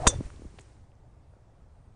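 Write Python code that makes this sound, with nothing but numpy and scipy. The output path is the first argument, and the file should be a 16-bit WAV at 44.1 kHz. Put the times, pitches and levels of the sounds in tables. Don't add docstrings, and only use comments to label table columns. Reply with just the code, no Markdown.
import sys
import numpy as np
from scipy import signal
from scipy.io import wavfile
from scipy.ndimage import uniform_filter1d

SR = 44100
rng = np.random.default_rng(int(sys.argv[2]) if len(sys.argv) > 2 else 0)


def wav_out(sig):
    wavfile.write(sys.argv[1], SR, np.round(np.clip(np.atleast_2d(sig).T, -1, 1) * 32767).astype(np.int16))


def field_ratio(decibels):
    return 10 ** (np.asarray(decibels, dtype=float) / 20)


N = 85995
IMPACT_S = 0.0676

# t/s, low shake level/dB, cloth rustle level/dB
MOTION = [(0, -48, -60.5), (.02, -32.5, -56.5), (.05, -41.5, -58.5), (.064, -40.5, -54), (.1, -36.5, -52),
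          (.128, -44, -58), (.15, -32, -58.5), (.2, -30, -64.5), (.235, -43, -63.5), (.26, -33.5, -62),
          (.285, -50.5, -66.5), (.38, -49.5, -69.5), (.46, -50, -70.5), (.53, -57, -72.5), (.61, -51, -71),
          (.7, -62.5, -74), (.9, -72, -77.5)]


def evened(x):
    return x / np.sqrt(np.mean(x ** 2) + 1e-20)


def add(mix, s, sound):
    part = mix[round(s * SR):][:len(sound)]
    part += sound[:len(part)]


def curve(table, order):
    rows = np.array(table)
    return np.interp(np.arange(N) / SR, rows[:, 0], rows[:, order])


def noise(shape, patchy_db=0.):
    frames, hz = N // 256 + 5, np.fft.rfftfreq(1024, 1 / SR)
    real, imag, patches = rng.standard_normal((frames, 513, 3)).T
    patches = uniform_filter1d(patches, size=10, axis=0)
    patches = evened(uniform_filter1d(patches, size=8, axis=1))
    f, db = np.transpose(shape)
    colour_db = np.interp(np.log(hz + 1), np.log(f + 1), db, left=-60)
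    z = (real + 1j * imag) * field_ratio(colour_db[:, None] + patchy_db * patches)
    return evened(signal.istft(z, nperseg=1024, noverlap=768)[1][:N])


def resonate(x, hz, width_hz):
    turn = np.exp(2j * np.pi * np.cumsum(hz * np.ones(len(x))) / SR)
    r = np.exp(-np.pi * width_hz / SR)
    return 2 * (turn * signal.lfilter([1 - r], [1, -r], x / turn)).real


def blip(db, hz, cycles, sag):
    u = np.arange(0, 5 * cycles / hz, 1 / SR) * hz / cycles
    turns = cycles * np.log(1 + sag * u) / sag
    envelope = 2.03 * np.sqrt(2 * u) * np.exp(-1.7 * u)
    return -field_ratio(db) * envelope * np.sin(2 * np.pi * turns)


def cracks():
    # t/s, level/dB, f/Hz, length/cycles
    arrivals = [
        (0.0676, -9.5, 1173, 2),
        (.069, -19, 210, 0.93),
        (.0703, -16, 3200, 0.69),
        (.0712, -11.5, 562, 1.44),
        (0.0727, -17.5, 2586, 1.7),
        (0.0746, -16.5, 1420, 1),
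        (.0766, -18, 1700, 1.4),
        (.104, -37.5, 1296, 2),
    ]
    out = np.zeros(N)
    for s, db, hz, cycles in arrivals:
        add(out, s, blip(db, hz, cycles, sag=0.14))
    return out


def turf_splash():
    level_db, hz, length_s = -20.5, 2704, .011
    out, t = np.zeros(N), np.arange(SR // 3) / SR
    grit = resonate(rng.standard_normal(len(t)), hz, 2600)
    grit = evened(resonate(grit, hz, 5000))
    arch = np.sin(np.pi * np.minimum(t / length_s, 1))
    add(out, IMPACT_S, field_ratio(level_db) * grit * np.sqrt(np.clip(arch, 0, 1)))
    return out


def face_flex():
    # f/Hz, level/dB
    modes = [(205, -24), (518, -18), (936, -19), (1091, -18), (1417, -18), (1690, -27)]
    length_s, t60_s = 0.015, 0.059
    out, t = np.zeros(N), np.arange(SR // 3) / SR
    gate = np.clip(np.minimum(t / .0045, (length_s - t) / 0.0054), 0, 1)
    thock = sum(field_ratio(db) * np.sin(2 * np.pi * hz * t) for hz, db in modes)
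    add(out, IMPACT_S, gate * field_ratio(-60 * t / t60_s) * thock)
    return out


def head_ring():
    # f/Hz, level/dB, T60/s
    modes = [(3523.5, -7, 0.11), (3646, 1, .036), (4807, -8, 0.05), (5760, -10.5, 0.11), (5960, -7.5, .07),
             (6190, -4.5, 0.089), (6420, -5.5, .08), (6587, 1, 0.044), (6720, -2, 0.051), (7080, -8.5, .07),
             (7195, -4.5, .05), (8160, -5.5, .06), (8860, -9.5, .035), (9380, -9, 0.037)]
    # f/Hz, level/dB
    hiss_shape = [(2500, -24.5), (3100, -24.5), (3600, -10.5), (4400, -18), (5300, -18.5), (6300, -5),
                  (9700, -9), (15500, -23)]
    start_s, swell_s, hiss_t60_s = .0688, .0075, 0.065
    ring_db, hiss_db, ragged_db = -14, -18.5, 5
    out, t = np.zeros(N), np.arange(SR // 3) / SR
    swell = np.minimum(t / swell_s, 1)
    after = np.maximum(t - swell_s, 0)
    drift = rng.standard_normal((len(modes), len(t)))
    drift = evened(uniform_filter1d(drift, size=350, axis=1))
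    ragged = field_ratio(ragged_db * np.minimum(after / 0.01, 1) * drift)
    ring = np.zeros(len(t))
    for (hz, db, t60), rag in zip(modes, ragged):
        p, q = rng.random(2)
        rise = swell ** (0.45 * hz / 4000)
        decay = field_ratio(db - 60 * after / t60) + field_ratio(db - 25 - 25 * after / t60)
        tone = np.sin(2 * np.pi * (hz * t + p))
        twin = 0.28 * np.sin(2 * np.pi * (1.012 * hz * t + q))
        ring += rag * rise * decay * (tone + twin)
    hiss = noise(hiss_shape)[:len(t)] * field_ratio(hiss_db - 60 * after / hiss_t60_s)
    add(out, start_s, field_ratio(ring_db) * ring / 2 + swell ** 0.72 * hiss)
    return out


def body_jolt():
    start_s, level_db, hz, t60_s = .0715, -7.5, 47.03, 0.055
    out, t = np.zeros(N), np.arange(SR // 3) / SR
    add(out, start_s, field_ratio(level_db - 60 * t / t60_s) * np.sin(2 * np.pi * hz * t))
    return out


def whoosh():
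    # t/s, shed f/Hz, level/dB
    swing = [
        (0, 627, -42),
        (.012, 639, -39),
        (.026, 699.8, -41),
        (.045, 734.3, -34.5),
        (.064, 541, -27.5),
        (.085, 505, -40),
        (.11, 530, -45.5),
        (.135, 561, -43.5),
        (.15, 534, -63),
    ]
    width_hz, cap_db = 230, -30
    hz, air = curve(swing, order=1), rng.standard_normal(N)
    fuzz = evened(resonate(resonate(air, hz, width_hz), hz, 1.6 * width_hz))
    wobble = 1 + .05 * evened(uniform_filter1d(air, size=400))
    whistle = np.sin(2 * np.pi * np.cumsum(hz * wobble) / SR)
    fade = np.clip((.16 - np.arange(N) / SR) / 0.017, 0, 1)
    return (fuzz + whistle) * fade * field_ratio(np.minimum(curve(swing, order=2), cap_db))


def clothes():
    # f/Hz, level/dB per Hz
    shake = [(12, -32), (20, 3), (87, 6.5), (129, -9), (403, -23), (499, -27.5), (600, -28.5), (780, -53),
             (1320, -120)]
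    # f/Hz, level/dB per Hz
    rustle = [(180, -25), (300, -1.5), (444, -8.5), (499, -10.5), (2230, -18), (3410, -22.5), (5920, -21.5),
              (9710, -22.5), (12600, -56), (21400, -120)]
    # t/s, level/dB, start f/Hz, length/cycles
    tugs = [(.1412, -31.5, 736, 1.2), (0.2048, -35, 503, 0.99), (.208, -23.5, 394, 1.66),
            (0.1392, -33.5, 108, 4.3), (0.341, -45, 350, 1), (0.3949, -40.5, 400, 1.5),
            (0.4201, -37.5, 480, 1.6), (0.4458, -44, 500, 1.74), (.4518, -37, 379.6, 1.95),
            (0.459, -36, 59.7, 0.72), (0.517, -53, 350, 1.5), (.541, -44.5, 358, 1.5),
            (0.5868, -40.5, 1010, 2), (0.596, -45.5, 610, 1.06), (0.773, -55.5, 500, 1.5),
            (1.337, -49, 900, 1.6), (1.366, -51, 498, 1.72)]
    # t/s, level/dB, f/Hz, length/cycles
    ticks = [
        (0.1421, -38.5, 1000, 1.3),
        (0.206, -46, 1300, 1),
        (0.595, -64, 4950, 2.4),
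        (.3028, -38.5, 1510, 1.06),
        (.362, -47.5, 4000, 1.5),
        (0.5865, -42.5, 3370, 1.7),
        (0.5905, -33.5, 2580, 0.75),
        (0.5985, -48, 4500, 0.69),
        (.918, -60.5, 3000, 2.56),
        (0.954, -63, 6490, 2.06),
    ]
    # t/s, length/s, level/dB, centre f/Hz
    brushes = [
        (0.591, 0.01196, -58.5, 8500),
        (0.604, 0.0186, -58.5, 7400),
    ]
    calm = np.clip((.95 - np.arange(N) / SR) / .25, 0, 1)
    out = noise(shake) * field_ratio(curve(MOTION, order=1)) * calm
    out += noise(rustle, patchy_db=0.5) * field_ratio(curve(MOTION, order=2) + 8.5) * calm
    for s, db, hz, cycles in tugs:
        add(out, s, blip(db, hz, cycles, sag=1.0))
    for s, db, hz, cycles in ticks:
        add(out, s, -blip(db, hz, cycles, sag=0.14))
    for s, length, db, hz in brushes:
        t = np.arange(0, length, 1 / SR)
        brush = evened(resonate(rng.standard_normal(SR // 10), hz, 2700))[:len(t)]
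        add(out, s, field_ratio(db) * brush * np.sin(np.pi * t / length))
    return out


def crackle():
    level_db, rate_per_s = -68, 240
    size = field_ratio(5 * np.minimum(rng.exponential(1, N), 3))
    size = size * (rng.random(N) < rate_per_s / SR)
    kind = rng.integers(0, 4, N)
    grains = np.zeros(N)
    for k, hz in enumerate((272, 480, 900, 1700)):
        grains += signal.oaconvolve(size * (kind == k), blip(level_db, hz, 0.96, sag=0.65))[:N]
    return grains * field_ratio(0.97 * (curve(MOTION, order=2) + 69.5))


def bird():
    # t/s, length/s, level/dB, start f/Hz, end f/Hz
    whistles = [
        (1.28, .07, -86, 9100, 9650),
        (1.68, .29, -86, 9160, 8140),
        (1.85, 0.022, -87.5, 9560, 9700),
    ]
    out = np.zeros(N)
    for s, length, db, from_hz, to_hz in whistles:
        u = np.arange(0, length, 1 / SR) / length
        hz = from_hz + (to_hz - from_hz) * u
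        waver = field_ratio(2.2 * evened(uniform_filter1d(rng.standard_normal(len(u)), size=500)))
        tone = np.sin(2 * np.pi * np.cumsum(hz) / SR)
        add(out, s, field_ratio(db) * waver * np.sin(np.pi * u) ** 0.66 * tone)
    return out


def open_air():
    # f/Hz, level/dB
    floor_shape = [(20, -14), (66, 2.5), (160, -17), (330, -25), (730, -25), (1200, -33.5), (3000, -46.5),
                   (10000, -51)]
    return field_ratio(-54.5) * noise(floor_shape, patchy_db=1.2)


def scene():
    strike = cracks() + turf_splash() + face_flex() + head_ring() + body_jolt()
    return (strike + whoosh() + clothes() + crackle() + bird() + open_air())[None]


def top_cut(x):
    return signal.sosfilt(signal.butter(12, 15700, fs=SR, output="sos"), x)


def record(dry):
    edge_hz, leak_db = 9916, -25
    lowpass = signal.firwin(601, edge_hz, window=("kaiser", 7), fs=SR)
    low = signal.oaconvolve(dry, lowpass[None], "same")
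    return top_cut(low + field_ratio(leak_db) * (dry - low))


dry = scene()
out = record(dry)
wav_out(out)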